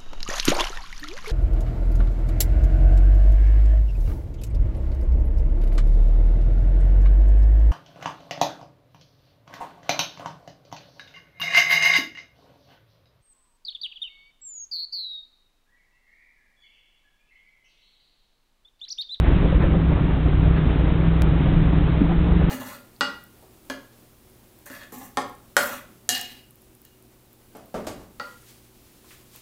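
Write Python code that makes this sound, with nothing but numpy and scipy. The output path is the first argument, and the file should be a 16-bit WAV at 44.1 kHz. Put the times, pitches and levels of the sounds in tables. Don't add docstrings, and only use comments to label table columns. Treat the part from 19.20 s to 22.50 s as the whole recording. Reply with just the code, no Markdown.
import sys
import numpy as np
from scipy import signal
from scipy.io import wavfile
from scipy.ndimage import uniform_filter1d

SR = 44100
rng = np.random.default_rng(int(sys.argv[2]) if len(sys.argv) > 2 else 0)


def store_pcm(level_fs):
    pcm = np.round(np.clip(level_fs, -1, 1) * 32767).astype(np.int16)
    wavfile.write(sys.argv[1], SR, np.atleast_2d(pcm).T)


def voltage_ratio(decibels):
    exponent = np.asarray(decibels, float) / 20
    return 10 ** exponent


N = 145530


def evened(x):
    return x / np.sqrt(np.mean(x ** 2) + 1e-20)


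def curve(table, column=1):
    rows = np.array(table, float)
    return np.interp(np.arange(N) / SR, rows[:, 0], rows[:, column])


def add(mix, start_s, sound):
    part = mix[round(start_s * SR):][:len(sound)]
    part += sound[:len(part)]


def slow(top_hz):
    t = np.arange(0, N + 64, 64) / SR
    wave = np.zeros(len(t))
    for hz in np.geomspace(top_hz / 10, top_hz, 20):
        wave += np.sin(2 * np.pi * (hz * t + rng.random())) / np.sqrt(hz)
    return np.interp(np.arange(N) / SR, t, evened(wave))


def noise(spectrum, size, patchy_db, flicker_db):
    frames, hz = 4 * N // size + 5, np.fft.rfftfreq(size, 1 / SR)
    real, imaginary, patches, flicker = rng.standard_normal((frames, len(hz), 4)).T
    patches = evened(uniform_filter1d(uniform_filter1d(patches, 8, 0), 10, 1))
    flicker = evened(uniform_filter1d(uniform_filter1d(flicker, 40, 0), 3, 1))
    table_hz, table_db = np.transpose(spectrum)
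    shape_db = np.interp(np.log(hz + 1), np.log(table_hz + 1), table_db)[:, None]
    level_db = shape_db + patchy_db * patches + flicker_db * flicker
    spectra = (real + 1j * imaginary) * voltage_ratio(level_db)
    return evened(signal.istft(spectra, nperseg=size, noverlap=3 * size // 4)[1][:N])


# time in seconds, engine cycles per second.
ENGINE_SPEED = [(0, 12), (.27, 12.26), (.55, 12.55), (.85, 12.3), (1.1, 11.57), (1.35, 12.53), (1.5, 11.75),
                (1.66, 12.26), (1.9, 12.63), (2.1, 12.2), (2.4, 12.2), (2.8, 12.5), (3.1, 13.3),
                (3.3, 12.8)]
# multiple of the engine cycle, rms level in dB before effort.
ENGINE_ORDERS = [(3, -34), (5, -21.5), (8, -31), (10, -36.5), (11, -32), (13, -23), (14, -38), (15, -37),
                 (16, -41), (21, -44), (23, -37), (24, -39), (26, -42), (28, -46.5), (31, -48.5)]
# time in seconds, gain of low orders in dB, gain of high orders in dB.
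ENGINE_EFFORT = [(0, 6, -5.5), (.3, -3.5, -4.5), (.6, -2, 1), (.9, -1.5, -1), (1.08, -1, -3),
                 (1.2, 1.5, -1), (1.5, -1, -2.5), (1.8, 1.5, 2), (2.1, 1, -1.5), (2.4, -1.5, 0),
                 (2.7, -4, 0), (3.0, -3.5, -0.5), (3.3, 0, 0.5)]


def engine():
    last_low_order = 9
    waver_db, drift_turns, waver_hz = 1.3, .04, 7
    turns = np.cumsum(curve(ENGINE_SPEED)) / SR
    out = np.zeros(N)
    for order, order_db in ENGINE_ORDERS:
        order = round(order)
        effort_db = curve(ENGINE_EFFORT, column=2 if order > last_low_order else 1)
        phase = order * turns + drift_turns * slow(waver_hz)
        level_db = order_db + effort_db + waver_db * slow(waver_hz)
        out += np.sqrt(2) * voltage_ratio(level_db) * np.cos(2 * np.pi * phase)
    return out


# frequency in Hz, relative density in dB per Hz.
RUMBLE_SPECTRUM = [(2, -24.5), (6, -6.5), (30, -4.5), (50, 5.5), (70, -2), (90, -8.5), (120, -4),
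                   (170, -5.5), (215, -13.5), (290, -12), (450, -25.5), (600, -48.5), (1000, -100)]
# time in seconds, gain in dB.
RUMBLE_SWELL = [(0, 0), (.4, 3), (.7, -0.5), (1.1, -2.5), (1.5, -1), (1.9, -3.5), (2.3, 2.5), (2.7, -2),
                (3.3, 0.5)]


def rumble():
    base_db = -20
    shaking = noise(RUMBLE_SPECTRUM, size=2048, patchy_db=.3, flicker_db=.3)
    return voltage_ratio(base_db + curve(RUMBLE_SWELL)) * shaking


# start in seconds, level in dB at the start of the decay, pitch in Hz, 60 dB decay time in seconds.
CHASSIS_THUDS = [(.102, -11.5, 343, 0.046), (.325, -14.5, 541, 0.043), (.346, -19, 488, .05),
                 (0.439, -16.5, 536, 0.053), (.461, -5, 75, 0.064), (0.551, -16, 520.1, .05),
                 (1.047, -5, 70, 0.11), (1.263, -5.5, 90.6, 0.072), (2.598, -4, 71.6, .1),
                 (2.808, -5.5, 186.7, 0.081), (2.812, -7, 283, .1), (2.831, -7.5, 48.6, 0.12),
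                 (2.893, -29, 756, 0.17), (3.105, -8.5, 54.4, .1)]


def thud(start_s, db, hz, t60_s):
    t = np.arange(8000) / SR
    rise = np.minimum(t * hz, 1)
    decay = voltage_ratio(db - 60 * t / t60_s)
    return start_s, -decay * rise * np.sin(2 * np.pi * hz * t)


# frequency in Hz, relative density in dB per Hz.
RUSH_SPECTRUM = [(180, -34), (300, 0), (363, -9), (540, -10), (669, -12.5), (877, -15.5), (939, -15.5),
                 (1140, -15), (3250, -24), (3760, -26.5), (4460, -50.5), (5800, -80.5), (9810, -120)]
# time in seconds, level in dB.
RUSH_STRENGTH = [(0, -32.5), (.1, -31.5), (.3, -32), (.6, -36), (.8, -34.5), (1.1, -35), (1.5, -33),
                 (1.9, -34.5), (2.3, -33), (2.5, -34), (2.6, -33), (3, -35), (3.3, -32.5)]


def rush():
    return voltage_ratio(curve(RUSH_STRENGTH)) * noise(RUSH_SPECTRUM, size=512, patchy_db=0.6, flicker_db=0.24)


# start in seconds, noise level in dB before the envelope, length in seconds, top frequency in Hz.
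WATER_SLAPS = [(.04, -35.5, .12, 2000), (.22, -30.5, 0.04, 680), (0.403, -29.5, 0.048, 1800),
               (0.531, -28, 0.023, 710), (0.754, -33.5, .05, 1200), (1.26, -32, 0.026, 701),
               (1.361, -31.5, .03, 2260), (2.261, -29, 0.049, 760), (2.892, -36, 0.011, 1200)]


def slap(start_s, db, length_s, top_hz):
    low_hz, rise_s = 366, 0.005
    t = np.arange(12000) / SR
    low_cut = signal.butter(2, low_hz, "high", fs=SR, output="sos")
    high_cut = signal.butter(4, top_hz, fs=SR, output="sos")
    splash = signal.sosfilt(np.vstack([low_cut, high_cut]), rng.standard_normal(len(t)))
    envelope = (1 - np.exp(-t / rise_s)) * np.exp(-(t / length_s) ** 2)
    return start_s, voltage_ratio(db) * envelope * evened(splash)


# frequency in Hz, relative density in dB per Hz.
BUFFET_SPECTRUM = [(60, -34), (150, -5.5), (300, 0.5), (600, -7), (1200, -14.5), (2500, -28), (5000, -58)]


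def buffet():
    level_db, lump_db, lump_hz = -34, 3.0, 50
    lumps = voltage_ratio(lump_db * slow(lump_hz))
    thumps = noise(BUFFET_SPECTRUM, size=1024, patchy_db=1.5, flicker_db=1.5)
    return voltage_ratio(level_db) * evened(lumps * thumps)


def gurgle():
    level_db, bubbles_per_s, spread_db = -40, 300, 2.5
    starts = rng.random(N) < bubbles_per_s / SR
    strength = voltage_ratio(spread_db * np.minimum(rng.exponential(1, N), 5)) * starts
    pitches_hz = np.geomspace(250, 1600, 24)
    which = rng.integers(0, len(pitches_hz), N)
    out = np.zeros(N)
    for k, hz in enumerate(pitches_hz):
        life = np.arange(0, 1, hz / SR / 5.2)
        rising_tone = np.sin(2 * np.pi * 5.04 * life * (1 + 0.16 * life))
        bubble = rising_tone * life ** 0.53 * (1 - life) ** 2
        out += signal.oaconvolve(strength * (which == k), bubble * 250 / hz)[:N]
    return voltage_ratio(level_db) * evened(out)


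def scene():
    mix = engine() + rumble() + rush() + gurgle() + buffet()
    for row in WATER_SLAPS:
        add(mix, *slap(*row))
    for row in CHASSIS_THUDS:
        add(mix, *thud(*row))
    return mix[None]


def gain_control(dry):
    threshold_db, share, lag_s, recover_db_per_s = -13, .8, .015, 120
    t = np.arange(N) / SR
    power_db = 10 * np.log10(abs(uniform_filter1d(dry[0] ** 2, size=700)) + 1e-12)
    recovery_db = recover_db_per_s * t
    held_db = np.maximum.accumulate(power_db + recovery_db) - recovery_db
    over_db = uniform_filter1d(np.maximum(held_db - threshold_db, 0), size=300)
    late_over_db = np.interp(t - lag_s, t, over_db)
    return dry / voltage_ratio(share * late_over_db)


def band_limit(x):
    edge_hz = 4420
    lowpass = signal.firwin(511, edge_hz, window=("kaiser", 11), fs=SR)
    return signal.oaconvolve(x, lowpass[None], "same")


def signal_jump():
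    jump_s, height_db, decay_s = 2.0208, -11, .0015
    from_jump = np.arange(N) / SR - jump_s
    return voltage_ratio(height_db) / 2 * np.sign(from_jump) * np.exp(-abs(from_jump) / decay_s)


def roll_off(x):
    return signal.sosfilt(signal.butter(12, 16300, fs=SR, output="sos"), x)


def record(dry):
    narrow = band_limit(gain_control(dry))
    mix = narrow + signal_jump()
    return roll_off(mix)


dry = scene()
out = record(dry)
store_pcm(out)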